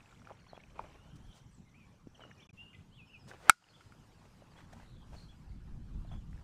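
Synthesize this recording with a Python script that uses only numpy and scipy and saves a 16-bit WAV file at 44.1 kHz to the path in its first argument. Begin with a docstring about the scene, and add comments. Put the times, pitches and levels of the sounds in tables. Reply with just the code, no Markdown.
"""A bat hits a tossed softball with one sharp crack: a push of air, ringing tones and scattered noise.
Around it the batter shuffles, strides and swings on a dirt infield: damped thuds, clicks and shaped noise.
Birds sing in the far trees as gliding tones, blurred by echoes, over a low outdoor rumble of noise.
A breeze, made of low lumpy noise, reaches the microphone near the end.
The crack overloads the microphone, whose gain control ducks and recovers."""
import sys
import numpy as np
from scipy import signal
from scipy.fft import rfft, irfft, next_fast_len
from scipy.io import wavfile
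from scipy.ndimage import uniform_filter1d, map_coordinates

SR = 44100
rng = np.random.default_rng(int(sys.argv[2]) if len(sys.argv) > 2 else 0)


def persist_wave(psi):
    """Save psi, clipped to +-1, as 16-bit WAV."""
    counts = np.round(np.clip(psi, -1, 1) * 32767).astype(np.int16)
    wavfile.write(sys.argv[1], SR, np.atleast_2d(counts).T)


N = 283827  # length of the scene in samples
HIT_S = 3.4955  # the bat meets the ball

# soles twisting in the grit; hiss and weight are relative to the level:
# centre_s, half_length_s, level_db, hiss_db, weight_db
SOLE_TWISTS = [(0.11, 0.16, -71.5, -7, -13), (0.303, 0.035, -67, -29, 3.5), (0.543, 0.068, -67, -30, -13),
               (0.819, 0.041, -67.5, -10, 11.5), (0.93, 0.1, -73, -25, 3.5), (1.164, 0.0058, -71, 4.5, -20),
               (1.37, 0.02, -69.5, 2, 0), (2.244, 0.053, -64, -32, -2), (2.415, 0.028, -73, -18, 3.5),
               (3.291, 0.0097, -59, -2.5, -11), (3.323, 0.027, -56.5, -16.5, 1),
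               (3.443, 0.043, -64, -4.5, -20.5), (3.678, 0.073, -61.5, -25, -24),
               (4.256, 0.028, -70, -9, -15), (4.59, 0.015, -70.5, -6, -10), (4.6, 0.087, -67, -20, -19),
               (4.733, 0.0038, -59.5, -4.5, 4), (4.797, 0.051, -63, -11.5, -18),
               (5.142, .013, -67.5, -10, 3), (5.19, 0.05, -72.5, 2, -1), (6.137, 0.02, -62.5, -18, -11),
               (6.37, 0.042, -72, -9, -1)]
# tone colour of loose dirt: frequency_hz, level_db
DIRT_COLOUR = [(150, -8.5), (500, 2.5), (1300, -0.5), (2400, -8), (4000, -18), (9000, -33), (15000, -40)]


def amp(db):
    """Turn decibels into a gain."""
    return 10 ** (np.asarray(db) / 20)


def unit(x):
    """Scale a sound to an average (rms) level of 1."""
    return x / np.sqrt(np.mean(x ** 2) + 1e-20)


def clock():
    """The time of every sample in seconds."""
    return np.arange(N) / SR


def curves(rows):
    """Join the points of each column after the time with straight lines, one value per sample."""
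    times_s, *columns = np.transpose(rows)
    return [np.interp(clock(), times_s, column) for column in columns]


def wobble(rate, size=N):
    """A smooth random curve with the given number of random points a second."""
    points = rng.standard_normal(int(size * rate / SR) + 4)
    return map_coordinates(points, [np.arange(size) * rate / SR])


def bump(centre_s, half_s):
    """A smooth bell-shaped swell that reaches 1 at its centre."""
    return np.exp(-.5 * ((clock() - centre_s) / half_s) ** 2)


def noise(colour, size=N):
    """Steady noise of rms 1, louder or softer at each frequency as the colour table says."""
    colour_hz, colour_db = np.transpose(colour)
    fft_size = next_fast_len(size)
    hz = np.fft.rfftfreq(fft_size, 1 / SR)
    gain = amp(np.interp(np.log(hz + 1), np.log(colour_hz), colour_db))
    white = rng.standard_normal(fft_size)
    return unit(irfft(rfft(white) * gain, fft_size)[:size])


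def patchy(colour, depth_db):
    """Noise whose colour shifts at random from moment to moment."""
    spectrogram = signal.stft(noise(colour, N + SR // 10), nperseg=512)[2]
    patches = rng.standard_normal(spectrogram.shape)
    patches = uniform_filter1d(patches, size=3, axis=0)  # blur over frequency
    patches = uniform_filter1d(patches, size=6, axis=1)  # blur over time
    shifted = signal.istft(spectrogram * amp(depth_db * unit(patches)), nperseg=512)[1]
    return unit(shifted[512:][:N])


def add(track, s, sound):
    """Mix a sound into the track at time s."""
    part = track[max(round(s * SR), 0):][:len(sound)]
    part += sound[:len(part)]


def knock(hz, t60, grit_db, rise_cycles=0.3, rough=0.43, slips_per_cycle=0.37):
    """A damped thud, unsteady as the dirt gives way, with a puff of grit; low ones start softer."""
    t = np.arange(SR // 10) / SR
    slip = rough * wobble(slips_per_cycle * hz, len(t))
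    tone = np.sin(2 * np.pi * hz * t + slip - slip[0])
    puff = amp(grit_db) * noise(DIRT_COLOUR, len(t))
    rise = 1 - np.exp(-t * hz / rise_cycles)
    return amp(-60 * t / t60) * rise * (tone + puff)


def footwork():
    """Soles land with dull thuds; cleats click higher and grittier."""
    # shoes landing on packed dirt: start_s, level_db, pitch_hz, fade_by_60_db_s
    steps = [(.305, -33.5, 890, 0.0081), (.3107, -35, 607, 0.013), (.3157, -42, 674, 0.013),
             (.3183, -34, 780, 0.0071), (.532, -31, 660, 0.0094), (.577, -32, 744, 0.0056),
             (.7937, -25.5, 915, 0.018), (.818, -50, 702, .035), (.842, -46, 606.3, 0.029),
             (2.0709, -31.5, 274, 0.016), (2.195, -37.5, 740, 0.0059), (2.251, -43, 577, .016),
             (4.421, -45, 581, 0.024), (5.131, -44.5, 850, .018), (5.15, -47, 682, 0.017),
             (6.048, -48, 681, 0.028), (6.115, -47, 752, 0.035)]
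    # cleats catching on small stones: start_s, level_db, pitch_hz
    clicks = [(.005, -51.5, 2533), (0.059, -53.5, 2580), (0.11, -59, 1470), (.126, -49.5, 1400),
              (.218, -50, 1370), (.252, -53.5, 2420), (.272, -41.5, 1370), (0.297, -48, 1300),
              (.468, -51.5, 1030), (.498, -59, 1824), (.568, -51, 2450), (.603, -50.5, 2240),
              (.637, -48.5, 2550), (0.7908, -43, 2430), (0.7923, -40.5, 1175), (2.237, -41.5, 1400),
              (2.3105, -51, 2150), (2.314, -47, 1760), (3.3135, -38, 1535), (3.641, -44, 2880),
              (3.687, -50, 2620), (4.588, -49.5, 1580), (4.604, -52.5, 1754), (4.728, -50.5, 1706),
              (4.802, -52, 1660), (4.822, -54, 1900), (6.33, -55, 1930), (6.377, -56, 1695)]
    out = np.zeros(N)
    for s, db, hz, t60 in steps:
        octaves = np.log2(hz / 700)  # above a usual landing
        grit_db = -22 + 3 * octaves  # deeper thuds are less gritty
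        add(out, s, amp(db) * knock(hz, t60, grit_db))
    for s, db, hz in clicks:
        add(out, s, amp(db) * knock(hz, t60=0.017, grit_db=-9))
    return out


def scuffs(grain_db=4, catch_db=2.5):
    """Soles grind dirt and rub packed earth in uneven catches, while loose sand hisses smoothly above."""
    # packed earth under a weighted sole: frequency_hz, level_db
    packed_colour = [(120, -13.5), (400, 1), (900, -1), (1300, -7.5), (1900, -19.5), (2450, -9),
                     (3300, -24), (9000, -50.5)]
    # hissing loose sand: frequency_hz, level_db
    sand_colour = [(1000, -26), (3000, 4), (6000, 2), (9000, -1), (11000, -14.5), (15000, -14)]
    grind, hiss, press = np.zeros((3, N))
    for s, half_s, db, hiss_db, weight_db in SOLE_TWISTS:
        stroke = amp(db) * bump(s, half_s)
        grind += stroke
        hiss += stroke * amp(hiss_db)
        press += stroke * amp(weight_db)
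    catches = unit(amp(grain_db * wobble(300) + catch_db * wobble(70)))
    rubbing = grind * patchy(DIRT_COLOUR, depth_db=3) + press * noise(packed_colour)
    return catches * rubbing + hiss * noise(sand_colour)


def grit(size_db=4, grains_per_s=110, grain_hz=1500, grain_t60=0.0055):
    """Single grains of sand snap under the soles as tiny fading tones of random pitch and size."""
    out, t = np.zeros(N), np.arange(SR // 40) / SR
    for s, half_s, db, *_ in SOLE_TWISTS:
        grains = rng.standard_normal((int(2 * half_s * grains_per_s), 3))
        for place, pitch, size in grains:
            hz = grain_hz * np.exp(.3 * pitch)
            snap = np.sin(2 * np.pi * hz * t) * amp(-60 * t / grain_t60)
            add(out, s + .7 * half_s * place, amp(db + size_db + 3.2 * size) * snap)
    return out


def patter(start_s=0, end_s=0.95, ticks_per_s=150, tick_hz=2220, tick_db=-62.5,
           spread_db=1.5, pitch_spread=0.263):
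    """Loose crumbs tick at random moments, around one pitch, while the batter regains balance."""
    out = np.zeros(N)
    for s in rng.uniform(start_s, end_s, int(ticks_per_s * (end_s - start_s))):
        pitch, size = rng.standard_normal(2)
        tick = knock(tick_hz * np.exp(pitch_spread * pitch), t60=0.015, grit_db=-14)
        add(out, s, amp(tick_db + spread_db * size) * tick)
    return out


def outdoors(lumps_db=2.0, swell_db=3.5):
    """Distant rumble and faint far hiss are coloured noise; the breeze buffets the microphone in lumps."""
    # colours of the breeze on the microphone, the rumble, and the far trees and town:
    # frequency_hz, level_db
    buffet_colour = [(12, -7.5), (30, 0.5), (55, -0.5), (85, -6), (150, -8), (230, -16), (340, -28),
                     (600, -44.5), (3000, -120)]
    rumble_colour = [(40, -11.5), (90, 2.5), (160, 1), (240, -4.5), (350, -17.5), (600, -30), (4000, -120)]
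    air_colour = [(180, -34), (300, -8), (667, -12.5), (814, -9), (1510, -14), (1970, -19), (3030, -20),
                  (3290, -22), (7570, -26.5), (8790, -30.5), (12900, -36.5), (16000, -51)]
    # loudness of the far trees and town: time_s, level_db
    air_level = [(0, -71.5), (1.2, -68.5), (1.7, -72), (3.2, -69.5), (3.8, -68), (4.8, -68), (5.6, -70),
                 (6.44, -69)]
    # light gusts on the microphone: peak_s, half_length_s, level_db
    gusts = [(1.03, 0.31, -60), (5.093, 0.26, -53.5)]
    calm_db, town_db = -70.5, -62.5  # the air between gusts; distant rumble
    breeze_s, breeze_rise_s, breeze_db = 5.52, 0.05, -45.5  # a steady breeze sets in

    set_in = .5 + .5 * np.tanh((clock() - breeze_s) / breeze_rise_s)
    gusting = sum(amp(db) * bump(s, half_s) for s, half_s, db in gusts)
    breeze = amp(calm_db) + amp(breeze_db) * set_in + gusting
    buffet = breeze * unit(amp(lumps_db * wobble(18)) * noise(buffet_colour))
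    rumble = amp(town_db + swell_db * wobble(19)) * noise(rumble_colour)
    air_db, = curves(air_level)
    air = amp(air_db + 0.87 * wobble(10.0)) * patchy(air_colour, depth_db=3)
    return buffet + rumble + air


def whistle(length_s, start_hz, middle_hz, end_hz, rough):
    """One bird note on a curved glide; a rough one flutters in pitch and level."""
    progress = np.linspace(0, 1, max(int(length_s * SR), 8))
    glide = np.polyfit([0, .5, 1], [start_hz, middle_hz, end_hz], 2)
    hz = np.polyval(glide, progress)
    hz = hz + rough * 330 * wobble(500, len(progress))
    swell = np.sqrt(np.abs(np.sin(np.pi * progress)))
    swell = swell * amp(rough * 5 * wobble(90, len(progress)))
    return unit(swell * np.sin(2 * np.pi * np.cumsum(hz) / SR))


def trill(period_s=0.076, pair_s=0.024, jitter_s=0.0022, spread_db=0.5, pitch_spread=0.01):
    """A high, slightly uneven run of paired upsweeps, the second of each pair lower."""
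    # when the run is heard: start_s, end_s
    trill_span = (0.02, 2.46)
    # how loud it is: time_s, level_db
    trill_level = [(0, -80.5), (.8, -79), (1.5, -78), (1.9, -84), (2.4, -71)]
    # its two upsweeps: start_hz, middle_hz, end_hz
    upsweeps = [(5450, 5900, 6900), (5220, 5680, 6048.7)]
    out = np.zeros(N)
    for s in np.arange(*trill_span, period_s):
        level_db = np.interp(s, *np.transpose(trill_level))
        for k, sweep_hz in enumerate(upsweeps):
            late, size, pitch = rng.standard_normal(3)
            note_hz = np.multiply(sweep_hz, 1 + pitch_spread * pitch)
            note = whistle(0.013, *note_hz, rough=0.27)
            add(out, s + k * pair_s + jitter_s * late, amp(level_db + spread_db * size) * note)
    return out


def buzzes(pulse_db=8, pulses_per_s=55):
    """Hoarse slurs from farther birds fall evenly in pitch and pulse in loudness as they go."""
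    # one slur per row, roughness about 0-1: start_s, length_s, from_hz, to_hz, level_db, roughness
    slurs = [(.037, 0.115, 7650, 6900, -79.5, 1), (1.512, 0.089, 8400, 6800, -77.5, .9),
             (1.305, 0.037, 3310, 3150, -69, 0.7), (1.742, 0.08, 2900, 2630, -76, 1.05),
             (2.165, .05, 4500, 3600, -84, 0.9), (2.345, .055, 4720, 3900, -80, 1),
             (2.556, 0.097, 3290, 3030, -76, 0.9), (2.73, 0.031, 2680, 2330, -65, 1.14),
             (2.912, 0.039, 4700, 3700, -82, .9), (2.943, .1, 3520, 3320, -78, .7),
             (4.831, 0.12, 4200, 3829, -72.5, 0.88), (4.926, .13, 3600, 3165, -77, .5),
             (5.149, 0.098, 4496, 4104, -68, .4), (5.447, .1, 5190, 3900, -80, 1)]
    out = np.zeros(N)
    for s, length_s, from_hz, to_hz, db, rough in slurs:
        slur = whistle(length_s, from_hz, (from_hz + to_hz) / 2, to_hz, rough)
        add(out, s, amp(db) * slur)
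    pulses = amp(pulse_db * np.sin(2 * np.pi * pulses_per_s * clock()))
    return out * unit(pulses)


def far_whistles():
    """Thin, distant whistles glide evenly in pitch."""
    # one whistle per row: start_s, length_s, from_hz, to_hz, level_db
    thin_notes = [(0.374, 0.11, 4330, 4250, -80), (0.9, 0.26, 2580, 3250, -74),
                  (1.2, 0.08, 3030, 3460, -77.5), (1.264, 0.084, 3290, 3010, -72.5),
                  (1.65, 0.053, 2180, 1990, -76.5), (1.869, 0.083, 2370, 2430, -78.5)]
    out = np.zeros(N)
    for s, length_s, from_hz, to_hz, db in thin_notes:
        note = whistle(length_s, from_hz, (from_hz + to_hz) / 2, to_hz, rough=0.144)
        add(out, s, amp(db) * note)
    return out


def caller(syllable_s=.036):
    """One bird repeats a falling sweep, a little higher or lower each time, then a short arch."""
    # one call per row, arch delay counted from the sweep's start:
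    # start_s, from_hz, to_hz, sweep_level_db, arch_delay_s, arch_level_db
    calls = [(0.485, 4500, 3850, -70.5, 0.052, -70.5), (3.681, 4900, 4030, -63, 0.05, -61),
             (4.506, 4950, 4160, -73, 0.056, -70), (5.226, 4700, 3996, -72, .056, -69),
             (6.068, 4300, 3430, -76, 0.04, -65)]
    # pitch of the arch: start_hz, middle_hz, end_hz
    arch_hz = (3013, 3410, 3050)
    out = np.zeros(N)
    for s, from_hz, to_hz, sweep_db, delay_s, arch_db in calls:
        sweep = whistle(syllable_s, from_hz, (from_hz + to_hz) / 2, to_hz, rough=.5)
        add(out, s, amp(sweep_db) * sweep)
        arch = whistle(syllable_s, *arch_hz, rough=0.17)
        add(out, s + delay_s, amp(arch_db) * arch)
    return out


def songbird():
    """A songbird's phrase is a row of almost clean whistles on curved glides."""
    # one whistle per row: start_s, length_s, start_hz, middle_hz, end_hz, level_db
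    song = [(1.737, 0.06, 2100, 2500, 2610, -68), (1.773, 0.09864, 2700, 2405, 2270, -74),
            (2.146, 0.015, 3400, 3080, 2700, -66), (2.204, 0.078, 3150, 2903, 2890, -60),
            (2.366, 0.069, 2500, 2390, 2160, -69.5), (2.391, .022, 2450, 2900, 3440, -65.5),
            (2.423, 0.01944, 3650, 3400, 3000, -67), (2.491, 0.0082, 2600, 2480, 2330, -64.5),
            (2.571, .11, 2660, 2827, 2754, -59), (2.683, 0.037, 3050, 3130, 2950, -75.5),
            (2.736, 0.03, 2100, 2040, 2060, -67.5), (2.909, .07, 2750, 3220, 3500, -71.5),
            (2.964, 0.08779, 3300, 2596, 2490, -62), (3.063, 0.03203, 3140, 2950, 2660, -71),
            (3.092, 0.036, 2550, 2880, 2960, -62.5), (3.122, .058, 3002, 2556, 2450, -63.5),
            (3.054, 0.059, 5560, 5250, 4900, -78), (3.192, .022, 5550, 5200, 4900, -71),
            (3.209, 0.023, 5000, 5140, 4600, -66)]
    out = np.zeros(N)
    for s, length_s, start_hz, middle_hz, end_hz, db in song:
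        add(out, s, amp(db) * whistle(length_s, start_hz, middle_hz, end_hz, rough=0.12))
    return out


def through_trees(call, wet_db, t60, trunks=12, latest_s=0.069, trunk_db=-21):
    """A call arrives directly, off a few trunks and as a smear from the leaves, balanced in energy."""
    t = np.arange(SR // 2) / SR
    smear = rng.standard_normal(len(t)) * amp(-60 * t / t60)
    paths = amp(wet_db) * smear / np.linalg.norm(smear)
    paths[0] += 1  # the direct path
    for delay_s in rng.uniform(0, latest_s, trunks):
        add(paths, delay_s, amp([trunk_db]))
    return signal.fftconvolve(call, paths / np.linalg.norm(paths))[:N]


def birds(flutter_db=2.5):
    """All the birds flutter in the moving air; the trees smear the farther ones more."""
    near = through_trees(caller(), wet_db=-11, t60=.3)
    middle = through_trees(songbird() + trill(), wet_db=-7.0, t60=0.45)
    hoarse = through_trees(buzzes(), wet_db=-2.5, t60=.35)
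    far = through_trees(far_whistles(), wet_db=1, t60=0.73)
    return (near + middle + hoarse + far) * amp(flutter_db * wobble(35))


def swing(contact_db=-44, rise_s=0.034):
    """The bat's swish is noise that grows ever faster up to the contact, then stops."""
    lead_s = HIT_S - clock()
    growth = np.exp(-np.abs(lead_s) / rise_s)
    return (lead_s > 0) * amp(contact_db) * growth * noise(DIRT_COLOUR)


def crack(snap_db=-28, snap_t60=0.023, push_db=-19.0, push_s=0.001,
          scatter_db=-35, scatter_t60=0.14, treble_t60=0.16,
          thud_db=-35, thud_t60=0.06, field_db=-54, field_t60=1.0):
    """The ball squashes on the barrel with a push of air; tones swell in contact and quickly die."""
    # ringing tones of the bat barrel and the ball: pitch_hz, level_db, fade_by_60_db_s, rise_s
    bat_tones = [(895, 6.4, .0113, .0022), (1205, -6.6, .0034, .0001), (1379, 21.7, .0109, .0028),
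                 (1440, -20.5, .1, .00035), (1537, 0, .0155, .0007), (2195, -11, .042, .0001),
                 (2345, -8.9, .0266, .0007), (2570, -10.4, .0224, .0011), (3247, 2.5, .0044, .00046),
                 (3740, -21, .028, .0002), (4367, -18.5, .022, .0003), (4819, -28, .05, .0003),
                 (5239, -28.7, .039, .0007), (5986, -16.4, .0088, .0004), (7530, -10, .016, .0009),
                 (8172, -3.5, .0095, .0004), (8800, -3.6, .008, .00022), (10639, -14.3, .0067, .00015),
                 (13736, -14, .006, .0002)]
    # answers of the ground, the net and the far edge of the field: delay_s, level_db
    echoes = [(0.0125, -38), (.027, -37), (.038, -39), (.313, -50), (.426, -50)]
    # colours of the short scatter from the infield, the dull answer of the dirt and the batter's
    # body, and the long scatter from fences and trees: frequency_hz, level_db
    infield_colour = [(200, -21), (700, -7), (1400, 1), (3000, -8.5), (5000, -5.5), (9000, -12.5),
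                      (15000, -35)]
    thud_colour = [(120, -24), (300, -9.5), (520, 1.5), (750, -2), (1120, 1.5), (1350, -14), (2000, -34.5),
                   (6000, -71)]
    field_colour = [(500, -16), (1100, -8), (1400, 4.5), (1800, -5.5), (2700, -2), (4000, -7), (4900, 0),
                    (5700, -6.5), (7000, -4.5), (9000, -12), (15000, -27)]

    out, t = np.zeros(N), np.arange(SR) / SR
    ring = np.zeros(len(t))
    for hz, db, t60, rise_s in bat_tones:
        swell = (1 - np.exp(-t / rise_s)) ** 2
        ring += amp(db - 60 * t / t60) * swell * np.sin(2 * np.pi * hz * t)
    snap = amp(snap_db - 60 * t / snap_t60) * rng.standard_normal(len(t))
    push = amp(push_db) * np.exp(-t / push_s)
    direct = snap - push - ring

    scatter = amp(scatter_db) * noise(infield_colour, len(t))
    lowpass = signal.butter(2, 1900, fs=SR, output="sos")
    body = signal.sosfiltfilt(lowpass, scatter)
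    treble = scatter - body
    near = body * amp(-60 * t / scatter_t60) + treble * amp(-60 * t / treble_t60)
    thud = amp(thud_db - 60 * t / thud_t60) * noise(thud_colour, len(t))
    far = amp(field_db - 60 * t / field_t60) * noise(field_colour, len(t))
    add(out, HIT_S, direct + near + thud + far)

    # soft ground and leaves swallow the treble of the echoes
    muffled = signal.lfilter(*signal.butter(1, 2500, fs=SR), direct)
    for delay_s, db in echoes:
        add(out, HIT_S + delay_s, amp(db) * muffled)
    return out


def afterring(waver=1.2, waver_db=4.0):
    """A few thin tones outlast the crack, wavering in phase (radians) and level."""
    # tones that hang over the field: pitch_hz, level_db, fade_by_60_db_s
    lingering = [(1422.4, -64, 1.1), (1333.3, -64, 1.3), (4830, -68, 1.0), (5020, -73, 2.4)]
    out, t = np.zeros(N), np.arange(SR) / SR
    for hz, db, t60 in lingering:
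        level = amp(db - 60 * t / t60 + waver_db * wobble(30, len(t)))
        phase = 2 * np.pi * hz * t + waver * wobble(45, len(t))
        add(out, HIT_S, level * np.sin(phase))
    return out


def scene():
    """Everything that reaches the microphone, as one channel."""
    ground = footwork() + scuffs() + grit() + patter()
    hit = swing() + crack() + afterring()
    return (ground + outdoors() + birds() + hit)[None]


def gain_control(x, threshold_db=-18, release_db_per_s=70, attack_s=.02):
    """Peaks over the threshold pull the gain down; it then climbs back steadily."""
    over_db = np.maximum(20 * np.log10(np.abs(x) + 1e-9) - threshold_db, 0)
    ramp_db = release_db_per_s * clock()
    # hold each peak, letting it sink at the release speed
    held_db = np.maximum.accumulate(over_db + ramp_db, axis=-1) - ramp_db
    keep = np.exp(-1 / (attack_s * SR))
    cut_db = signal.lfilter([1 - keep], [1, -keep], held_db)
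    return x * amp(-cut_db)


def record(dry):
    """The microphone adds gain control, soft overload and a treble limit; the sound also cuts out twice
    briefly."""
    # the sound cuts out: from_s, to_s
    gaps = [(2.471, 2.491), (2.511, 2.53)]
    x = gain_control(dry)
    x = x / (1 + np.abs(x / .8) ** 4) ** (1 / 4)  # soft overload
    for start_s, end_s in gaps:
        is_open = 1.0 * ((clock() < start_s) | (clock() > end_s))
        x = x * uniform_filter1d(is_open, size=64)  # softened edges
    treble_limit = signal.butter(20, 15400, fs=SR, output="sos")  # lowpass, Hz
    return signal.sosfilt(treble_limit, x)


dry = scene()
out = record(dry)
persist_wave(out)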